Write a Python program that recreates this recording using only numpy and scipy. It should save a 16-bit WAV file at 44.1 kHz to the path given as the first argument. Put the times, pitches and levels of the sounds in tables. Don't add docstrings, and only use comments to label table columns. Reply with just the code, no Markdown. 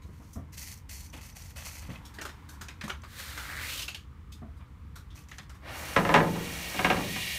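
import sys
import numpy as np
from scipy import signal
from scipy.fft import rfft, irfft, next_fast_len
from scipy.io import wavfile
from scipy.ndimage import uniform_filter1d, map_coordinates

SR = 44100
rng = np.random.default_rng(int(sys.argv[2]) if len(sys.argv) > 2 else 0)


def to_wav(s):
    ch = np.atleast_2d(s).T
    pcm = np.round(np.clip(ch, -1, 1) * 32767)
    wavfile.write(sys.argv[1], SR, pcm.astype(np.int16))


N = 325458

# start in seconds, level in dB, contact hardness in dB.
BLOWS = [(5.962, -3.5, -15), (6.049, -10.5, -15.5), (6.09, -6, -18.5), (6.119, -13, -21),
         (6.14, 3.5, -15.5), (6.158, -7.5, -12), (6.2, -8, -19), (6.355, -19.5, -27), (6.743, -23, -16),
         (6.79, -14.5, -12), (6.845, -9, -9.5), (6.9, -7, -12), (6.965, -13, -24), (7.159, -27, -8)]
MODE_HZ = [111, 167.5, 190, 243, 286, 300, 334, 378, 386, 410, 469, 554, 563, 747, 851, 886, 936, 987, 1018,
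           1237, 1294, 1346, 1598, 1664, 1735, 1851, 1946, 2195, 2447, 2790]
# level in dB struck at the truck end, at the dock end, t60 in seconds.
MODE_RESPONSE = [(-16, -33, 0.83), (1.5, -0.5, 0.87), (-4.5, 1, 0.77), (-13, -18, 0.67), (-7.5, -29, 0.75),
                 (-24, -4.5, 0.42), (-14.5, -36, 1), (-23, -11.5, 0.56), (-10, -21, 0.66), (-11, -12, 0.32),
                 (-8.5, -21, 0.75), (-2.5, -8, 0.53), (-22, 0.5, 0.15), (-3, 9, 0.099), (-12, -25, 0.31),
                 (-9, -20, 0.56), (-19, -14, 0.28), (2, 4, 0.16), (3.5, -2, 0.18), (1, -0.5, 0.21),
                 (4, -22, 0.11), (-2.5, -6, 0.22), (-4, 0, 0.22), (9, 8, 0.089), (11.5, -10, 0.055),
                 (1, -20, 0.13), (-1, -17, 0.14), (7, 17, 0.038), (4, 8, 0.076), (0, 5, 0.1)]
# frequency in Hz, level in dB.
CLANG_TONE = [(65, -12), (110, -1.5), (227, -1), (372, -3), (1050, -6.5), (1440, -8), (1680, -1),
              (2350, -2), (3840, -12), (4960, -22), (5260, -18.5), (7350, -29), (8940, -29), (10700, -46),
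              (12000, -45.5), (15600, -67), (22000, -120)]
# frequency in Hz, t60 in seconds.
CLANG_DECAY = [(120, 0.85), (400, 0.45), (1000, 0.42), (2500, 0.16), (8000, 0.27)]


def plate():
    out, t = np.zeros(N), np.arange(SR) / SR
    hz = np.array(MODE_HZ)[:, None]
    truck_end_db, dock_end_db, t60 = np.transpose(MODE_RESPONSE)[:, :, None]
    clock = np.arange(round(5.9 * SR), N) / SR
    energy = np.zeros((len(hz), len(clock)))
    decay = ((1 - np.exp(-t * hz / 5.1)) * amp(-60 * t / t60)) ** 2
    bending = lambda f: np.exp(-2j * np.pi * .22 * np.sqrt(f))
    for s, db, hardness_db in BLOWS:
        boom_db = -5 - 0.22 * db
        contact = [(280, boom_db), (800, 0), (2300, hardness_db + 7)]
        mode_db = truck_end_db if s < 6.5 else dock_end_db
        sizes = amp(db + mode_db + along(contact, hz) + rng.standard_normal(hz.shape))
        i = np.searchsorted(clock, s)
        energy[:, i:i + len(t)] += sizes ** 2 * decay[:, :len(clock) - i]
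        waves = rng.standard_normal(len(t))
        waves[round(.0005 * SR)] += 17
        clang = shaped(coloured(waves, CLANG_TONE), contact)
        add(out, s, amp(db - 12) * filtered(dying(clang, CLANG_DECAY), bending))
    detuning = rng.normal(0, 0.00077, energy.shape) * np.sqrt(hz)
    phase = 2 * np.pi * (hz * clock + rng.random(hz.shape)) + np.cumsum(detuning, axis=1)
    ring = np.sqrt(energy) * np.sin(phase)
    add(out, clock[0], amp(-19) * ring.sum(axis=0))
    return out


# frequency in Hz, level in dB.
TREAD_TONE = [(1470, -22), (2500, -23), (2720, -21.5), (3240, -24), (4500, 3), (4930, -7), (5700, 2),
              (7680, -2.5), (10300, -2), (14000, -4.5), (15500, -7)]
AXLE_TONE = [(590, -56), (1000, -33), (1350, -26), (1930, 8.5), (2080, -4.5), (2300, -1.5), (2810, 2),
             (3240, 3.5), (3910, 1), (4910, -4.5), (5500, -3), (7150, -55.5), (12100, -120)]
DRUM_TONE = [(71, -43), (120, -18.5), (167, -10.5), (248, -13), (322, -11), (422, -16), (567, -9),
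             (933, -12), (1800, -12.5), (2340, -15), (3960, -120)]
# level in dB, rise in seconds, growth in dB a second.
TREAD_COURSE = (-47, 0.19, 3.7)
AXLE_COURSE = (-48.5, 0.1, 7.36)
DRUM_COURSE = (-43.5, 0.088, -1.55)
# frequency in Hz, width in Hz, lift in dB.
AXLE_RING = [(1874, 19, 3.5), (2244, 67, 13), (2417, 97, 9), (2770, 78, 7), (3900, 82, -4)]
ROLL_START_S, WHEELS_OFF_S, WHEELS_OFF_DB = 5.59, 6.96, -5
CHATTER_DB, CHATTER_T60_S = -25.5, 0.38


def hand_truck():
    chatter, t = np.zeros(N), np.arange(SR) / SR
    for s, db, _ in BLOWS:
        add(chatter, s, amp(db + CHATTER_DB - 60 * t / CHATTER_T60_S) ** 2)
    tread = approach(*TREAD_COURSE) * coloured(grit(N, spiky=0.28), TREAD_TONE)
    axle = approach(*AXLE_COURSE) * amp(0.97 * wobble(40))
    axle *= resonant(coloured(grit(N, spiky=0.2), AXLE_TONE), AXLE_RING)
    drum = np.sqrt(approach(*DRUM_COURSE) ** 2 + chatter) * amp(0.45 * wobble(25))
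    drum *= coloured(rng.standard_normal(N), DRUM_TONE)
    on_dock = np.clip((np.arange(N) / SR - WHEELS_OFF_S) / 0.046, 0, 1)
    return tread + axle + drum * amp(WHEELS_OFF_DB * on_dock)


def approach(db, rise_s, growth_db_per_s):
    age = np.maximum(np.arange(N) / SR - ROLL_START_S, 0)
    return np.minimum(age / rise_s, 1) ** 2 * amp(db + growth_db_per_s * age)


# start in seconds, level in dB, hollow in Hz, hiss in dB.
SCUFFS = [(0.018, -47.5, 2280, -11), (0.329, -38.5, 6000, 2), (2.05, -37, 3440, -6), (2.138, -39, 1730, -7),
          (2.1847, -30.5, 1660, -19), (2.2119, -27.5, 1440, -11), (2.2503, -26.5, 1290, -11.5),
          (2.288, -35, 1750, -15), (2.4879, -35.5, 1610, -4), (2.5297, -41, 1170, -5),
          (2.6107, -29.5, 1490, -11), (2.6828, -32, 2090, -18), (2.8105, -29.5, 1850, -20),
          (2.8353, -30, 1840, -12), (2.878, -29.5, 1300, -11), (2.896, -23, 1380, -21),
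          (3.034, -34, 1200, -14.5), (3.3743, -27, 1440, -12.5), (3.7912, -26, 2740, -13),
          (3.8165, -25, 2850, -9.5), (3.8793, -24.5, 2630, -15), (3.9452, -29, 2960, -15.5),
          (4.3191, -38, 3500, -7.5), (4.568, -51, 1120, -6), (4.602, -42.5, 1040, -43),
          (4.9555, -33.5, 1400, -6.5), (5.1023, -43.5, 3500, -19), (5.313, -34, 1794, -28),
          (5.3819, -32.5, 1820, -23), (5.4958, -37.5, 1520, -12), (5.5436, -42, 1100, -9)]
# frequency in Hz, level in dB.
SCUFF_TONE = [(240, -34), (400, 0), (432, -33), (466, -12), (900, -6.5), (1260, -7), (2510, -8.5),
              (4030, -9), (4350, -10.5), (5560, -13), (10300, -18), (13900, -20), (15500, -27)]
SCUFF_FIRM_DB, SCUFF_T60_S = -39, 0.2


def scuffs():
    out, t = np.zeros(N), np.arange(SR // 4) / SR
    for s, db, hollow_hz, hiss_db in SCUFFS:
        body_db = 1.5 - 9.5 * np.log2(hollow_hz / 1600)
        tilt = [(1400, body_db), (3300, 0), (8000, hiss_db + 14), (14000, 1.3 * hiss_db + 17)]
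        slips = shaped(coloured(grit(len(t), spiky=0.25), SCUFF_TONE), tilt)
        touched = [(hz, 110, 4) for hz in rng.uniform(1300, 7000, size=5)]
        slips = resonant(slips, [(hollow_hz, hollow_hz / 8, 8)] + touched)
        firm = np.clip((db - SCUFF_FIRM_DB) / 10, 0, 1) * np.clip(-hiss_db / 18, 0, 1)
        rise_s = 0.0018 * (1 - firm) + 0.0019
        snap = 1.3 * firm * np.exp(-t / .005)
        fall = snap + amp(-60 * t / SCUFF_T60_S) + 0.018 * amp(-60 * t / 0.35)
        add(out, s, amp(db - 11) * slips * (1 - np.exp(-t / rise_s)) * fall)
    return out


# time in seconds, drag in dB.
SLEEVE_DRAG = [(3.06, -69), (3.19, -46), (3.3, -49.5), (3.56, -49.5), (3.7, -41.5), (3.79, -42.5),
               (3.87, -56)]
# frequency in Hz, level in dB.
SLEEVE_TONE = [(240, -36), (400, -17), (535, -7.5), (821, -22), (1260, -7.5), (1850, -10.5), (1990, -9.5),
               (4220, -4.5), (4920, -9.5), (14600, -14), (15500, -16)]
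PRESS_S, PRESS_WIDTH_S = 3.534, 0.11
GAP_OPEN_HZ, GAP_CLOSED_HZ, GAP_CLOSES_S, GAP_CLOSING_S = 1744, 3200, 3.7, 0.04


def sleeve():
    t = np.arange(N) / SR
    drag_db, = curves(SLEEVE_DRAG)
    pressure = np.exp(-((t - PRESS_S) / PRESS_WIDTH_S) ** 2 / 2)
    closed = 1 / (1 + np.exp(np.minimum((GAP_CLOSES_S - t) / GAP_CLOSING_S, 20)))
    gap_hz = GAP_OPEN_HZ + (GAP_CLOSED_HZ - GAP_OPEN_HZ) * closed
    rasp_db = -1.5 + 9.5 * pressure - 3 * closed
    rasp = amp(rasp_db) * gliding(grit(N, spiky=0.078), gap_hz, width_hz=520)
    hiss = amp(3) * coloured(grit(N, spiky=0.28), SLEEVE_TONE)
    return during(SLEEVE_DRAG) * amp(drag_db + 0.89 * wobble(60)) * (hiss + rasp)


# start and length in seconds, hiss and rasp in dB, easing off in dB a second.
STROKES = [(0.02, 0.32, -71, -80, -15), (0.52, 0.025, -52, -63, 40), (0.569, 0.17, -46, -60.5, 21),
           (0.889, 0.18, -43.5, -58.5, 67), (1.124, 0.056, -55, -50.5, 28), (1.209, 0.095, -50, -57, 63),
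           (1.348, 0.16, -52.5, -58, 21), (1.555, 0.11, -49, -50, 20), (1.646, 0.15, -47.5, -55, 25),
           (1.807, 0.068, -59.5, -57, 20), (1.891, 0.057, -59, -48, 30), (5.146, 0.068, -55, -56.5, 73),
           (5.284, 0.13, -62, -67, 20)]
# frequency in Hz, level in dB.
GLIDE_TONE = [(1180, -26), (2000, -2), (2610, -4.5), (3580, -11), (3970, -7.5), (4440, 0.5), (4880, -4.5),
              (6090, 1), (7420, -4.5), (14700, -7.5), (15500, -19)]
RASP_TONE = [(240, -49), (400, -23), (520, 0), (927, 1), (1740, -2), (2130, 0.5), (3160, -2.5), (4500, -11),
             (5850, -33), (9900, -120)]
# frequency in Hz, width in Hz, lift in dB.
CASE_RING = [(2040, 210, 2), (2560, 50, 11), (3020, 190, -7), (6100, 300, 8)]
SQUEAK_SPAN_S = (0.95, 1.9)
SQUEAK_HZ, SQUEAK_DB, SQUEAK_T60_S, CATCHES_PER_S = 6080, -45, 0.031, 190


def fingers():
    out, t = np.zeros(N), np.arange(SR // 16) / SR
    hiss = coloured(grit(N, spiky=0.4), GLIDE_TONE)
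    catches = (rng.random(N) < CATCHES_PER_S / SR) * rng.uniform(.4, 1, N)
    catches = signal.fftconvolve(catches, np.exp(-t / .002))[:N] * rng.standard_normal(N)
    case = resonant(coloured(catches, RASP_TONE), CASE_RING)
    rasp = .68 * coloured(grit(N, spiky=.3), RASP_TONE) + .72 * case
    for s, length, hiss_db, rasp_db, easing in STROKES:
        out += stroke(s, length, easing) * (amp(hiss_db) * hiss + amp(rasp_db) * rasp)
    for s in rng.uniform(*SQUEAK_SPAN_S, size=12):
        hz = SQUEAK_HZ * rng.normal(1, .02)
        jitter = np.cumsum(rng.normal(0, 0.094, len(t)))
        envelope = (1 - np.exp(-t / 0.0019)) * amp(-60 * t / SQUEAK_T60_S)
        add(out, s, amp(SQUEAK_DB) * envelope * np.sin(2 * np.pi * hz * t + jitter))
    return out * amp(1.5 * wobble(69.4))


def stroke(start, length, easing_db_per_s, attack_s=0.008, release_s=0.032):
    out, age = np.zeros(N), np.arange(SR // 2) / SR
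    bite = 1 - np.exp(-age / attack_s)
    release = np.exp(-np.maximum(age - length, 0) / release_s)
    add(out, start, bite * amp(-easing_db_per_s * np.minimum(age, length)) * release)
    return out


# start in seconds, level in dB.
NAIL_TICKS = [(0.578, -28), (0.894, -29), (2.2126, -32), (2.685, -30), (3.019, -41), (5.238, -48),
              (5.286, -38), (5.314, -35), (5.384, -28.5), (5.495, -36)]
# frequency in Hz, level in dB.
TICK_TONE = [(700, -15), (1800, 0.5), (4000, -2), (7000, 2.5), (11000, -6), (15500, -25)]


def nails(t60_s=0.032):
    out, t = np.zeros(N), np.arange(SR // 16) / SR
    for s, db in NAIL_TICKS:
        tick = resonant(coloured(rng.standard_normal(len(t)), TICK_TONE), CASE_RING)
        add(out, s, amp(db - 12) * tick * amp(-60 * t / t60_s))
    return out


# start in seconds, level in dB, resonance in Hz.
BUMPS = [(0.045, -35, 104), (0.085, -37, 130), (0.198, -43, 296), (0.356, -31, 230), (0.367, -26.5, 100),
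         (1.135, -38, 277), (1.889, -28, 171), (2.185, -38, 400), (2.212, -40, 365), (2.25, -38, 376),
         (2.396, -42.5, 60), (2.835, -30, 198), (4.418, -32.5, 228), (4.589, -45, 186), (6.16, -24, 80),
         (6.944, -19, 180), (6.985, -22.5, 294), (7.039, -23.5, 187)]
# frequency in Hz, level in dB.
BUMP_TONE = [(22, -50), (35, -15), (60, 0.5), (225, -6), (416, -16.5), (665, -15), (879, -26), (1160, -17),
             (1470, -28.5), (2000, -30), (2600, -50), (4400, -120)]


def bumps(overtone_ratio=2.98, t60_s=0.27):
    out, t = np.zeros(N), np.arange(SR // 4) / SR
    for s, db, body_hz in BUMPS:
        knock_db = 2 + 8 * np.log2(body_hz / 200)
        push = coloured(rng.standard_normal(len(t)), BUMP_TONE)
        push = shaped(push, [(200, 0), (550, knock_db)])
        push = resonant(push, [(body_hz, 70, 9), (overtone_ratio * body_hz, 40, 6.5)])
        add(out, s, amp(db - 7.5) * push * (1 - np.exp(-t / 0.0026)) * amp(-60 * t / t60_s))
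    return out


# frequency in Hz, t60 in seconds.
BAY_DECAY = [(150, 1), (1000, 0.22), (4000, 0.19), (12000, 0.13)]


def bay(x, delay_s=0.016):
    tail = dying(rng.standard_normal(SR), BAY_DECAY)
    delayed = np.pad(x, (round(delay_s * SR), 0))
    return signal.fftconvolve(delayed, tail / np.linalg.norm(tail))[:N]


# frequency in Hz, level in dB.
RUMBLE_TONE = [(15, -71), (25, -37), (41, -10.5), (71, 1), (89, -3), (107, -12.5), (129, -9.5), (172, -17),
               (200, -15.5), (288, -27.5), (370, -33), (500, -30.5), (650, -51), (1100, -120)]
AIR_TONE = [(180, -21.5), (300, -2), (378, -25), (424, -20), (600, -25), (953, -13), (1160, -13.5),
            (2040, -18.5), (2140, -17.5), (3510, -34), (3940, -30), (15500, -38.5)]
# time in seconds, level in dB, hollow resonance in Hz.
AIR_COURSE = [(0.0, -59.5, 1039), (1.55, -59.5, 836.5), (2.05, -52, 906), (3.1, -56.5, 1107),
              (3.65, -50, 1148), (4.0, -59.5, 1218), (5.55, -58.5, 1134)]
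# frequency in Hz, width in Hz, lift in dB.
AIR_RING = [(3050, 140, 0), (3430, 340, 5)]


def outdoors(rumble_db=-47):
    rumble = amp(rumble_db - 0.5 * wobble(6)) * coloured(rng.standard_normal(N), RUMBLE_TONE)
    air_db, hollow_hz = curves(AIR_COURSE)
    air = resonant(coloured(rng.standard_normal(N), AIR_TONE), AIR_RING)
    hollow = gliding(rng.standard_normal(N), hollow_hz, width_hz=124)
    return rumble + amp(air_db) * (amp(-4.5) * air + amp(-11) * hollow)


def amp(db):
    return 10 ** (np.asarray(db) / 20)


def unit(x):
    return x / np.sqrt(np.mean(x ** 2) + 1e-20)


def along(points, hz):
    f, v = np.transpose(points)
    return np.interp(np.log(hz + 1), np.log(f + 1), v)


def curves(rows):
    s, *cols = np.transpose(rows)
    return [np.interp(np.arange(N) / SR, s, c) for c in cols]


def during(rows):
    t = np.arange(N) / SR
    return uniform_filter1d(((t >= rows[0][0]) & (t <= rows[-1][0])) * 1., size=400)


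def wobble(rate):
    knots = rng.standard_normal(int(N * rate / SR) + 4)
    return map_coordinates(knots, [np.arange(N) * rate / SR])


def grit(n, spiky):
    return rng.standard_normal(n) * np.exp(spiky * np.repeat(rng.standard_normal(n // 16 + 1), 16)[:n])


def filtered(x, response):
    m = next_fast_len(len(x) + 8192)
    return irfft(rfft(x, m) * response(np.fft.rfftfreq(m, 1 / SR)), m)[:len(x)]


def shaped(x, tone):
    return filtered(x, lambda hz: amp(along(tone, hz)))


def coloured(x, tone):
    return unit(shaped(x, tone))


def resonant(x, peaks):
    lift = lambda f: 1 + sum(amp(db) * 1j * f * w / (c * c - f * f + 1j * f * w) for c, w, db in peaks)
    return unit(filtered(x, lift))


def gliding(x, centre_hz, width_hz):
    band = filtered(x, lambda hz: 1 / (1 + (hz / width_hz) ** 2))
    return unit(band * np.sin(2 * np.pi * np.cumsum(centre_hz) / SR))


def dying(x, decay):
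    hz, t, z = signal.stft(x, SR, nperseg=256)
    return signal.istft(z * amp(-60 * t / along(decay, hz)[:, None]), SR, nperseg=256)[1][:len(x)]


def add(track, s, x):
    i = max(round(s * SR), 0)
    track[i:i + len(x)] += x[:max(N - i, 0)]


def gain_control(x, knee_db=-28, squeeze=0.34, attack_s=0.057, recovery_db_per_s=16.5):
    level_db = 10 * np.log10(np.abs(uniform_filter1d(x ** 2, size=440)) + 1e-12)
    over_db = np.maximum(level_db - knee_db, 0)
    creep_db = recovery_db_per_s * np.arange(N) / SR
    cut_db = np.maximum.accumulate(squeeze * over_db + creep_db) - creep_db
    keep = np.exp(-1 / (attack_s * SR))
    return x * amp(-signal.lfilter([1 - keep], [1, -keep], cut_db))


def scene():
    bangs = plate()
    dock = bangs + amp(-18) * bay(bangs) + hand_truck()
    handling = fingers() + sleeve() + scuffs() + nails()
    return (dock + handling + bumps() + outdoors())[None]


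def record(dry):
    notch_hz, top_hz = 10400, 15600
    port = lambda hz: amp(-5 * np.exp(-((hz - notch_hz) / 300) ** 2))
    return filtered(gain_control(dry[0]), lambda hz: port(hz) * (hz < top_hz))[None]


dry = scene()
out = record(dry)
to_wav(out)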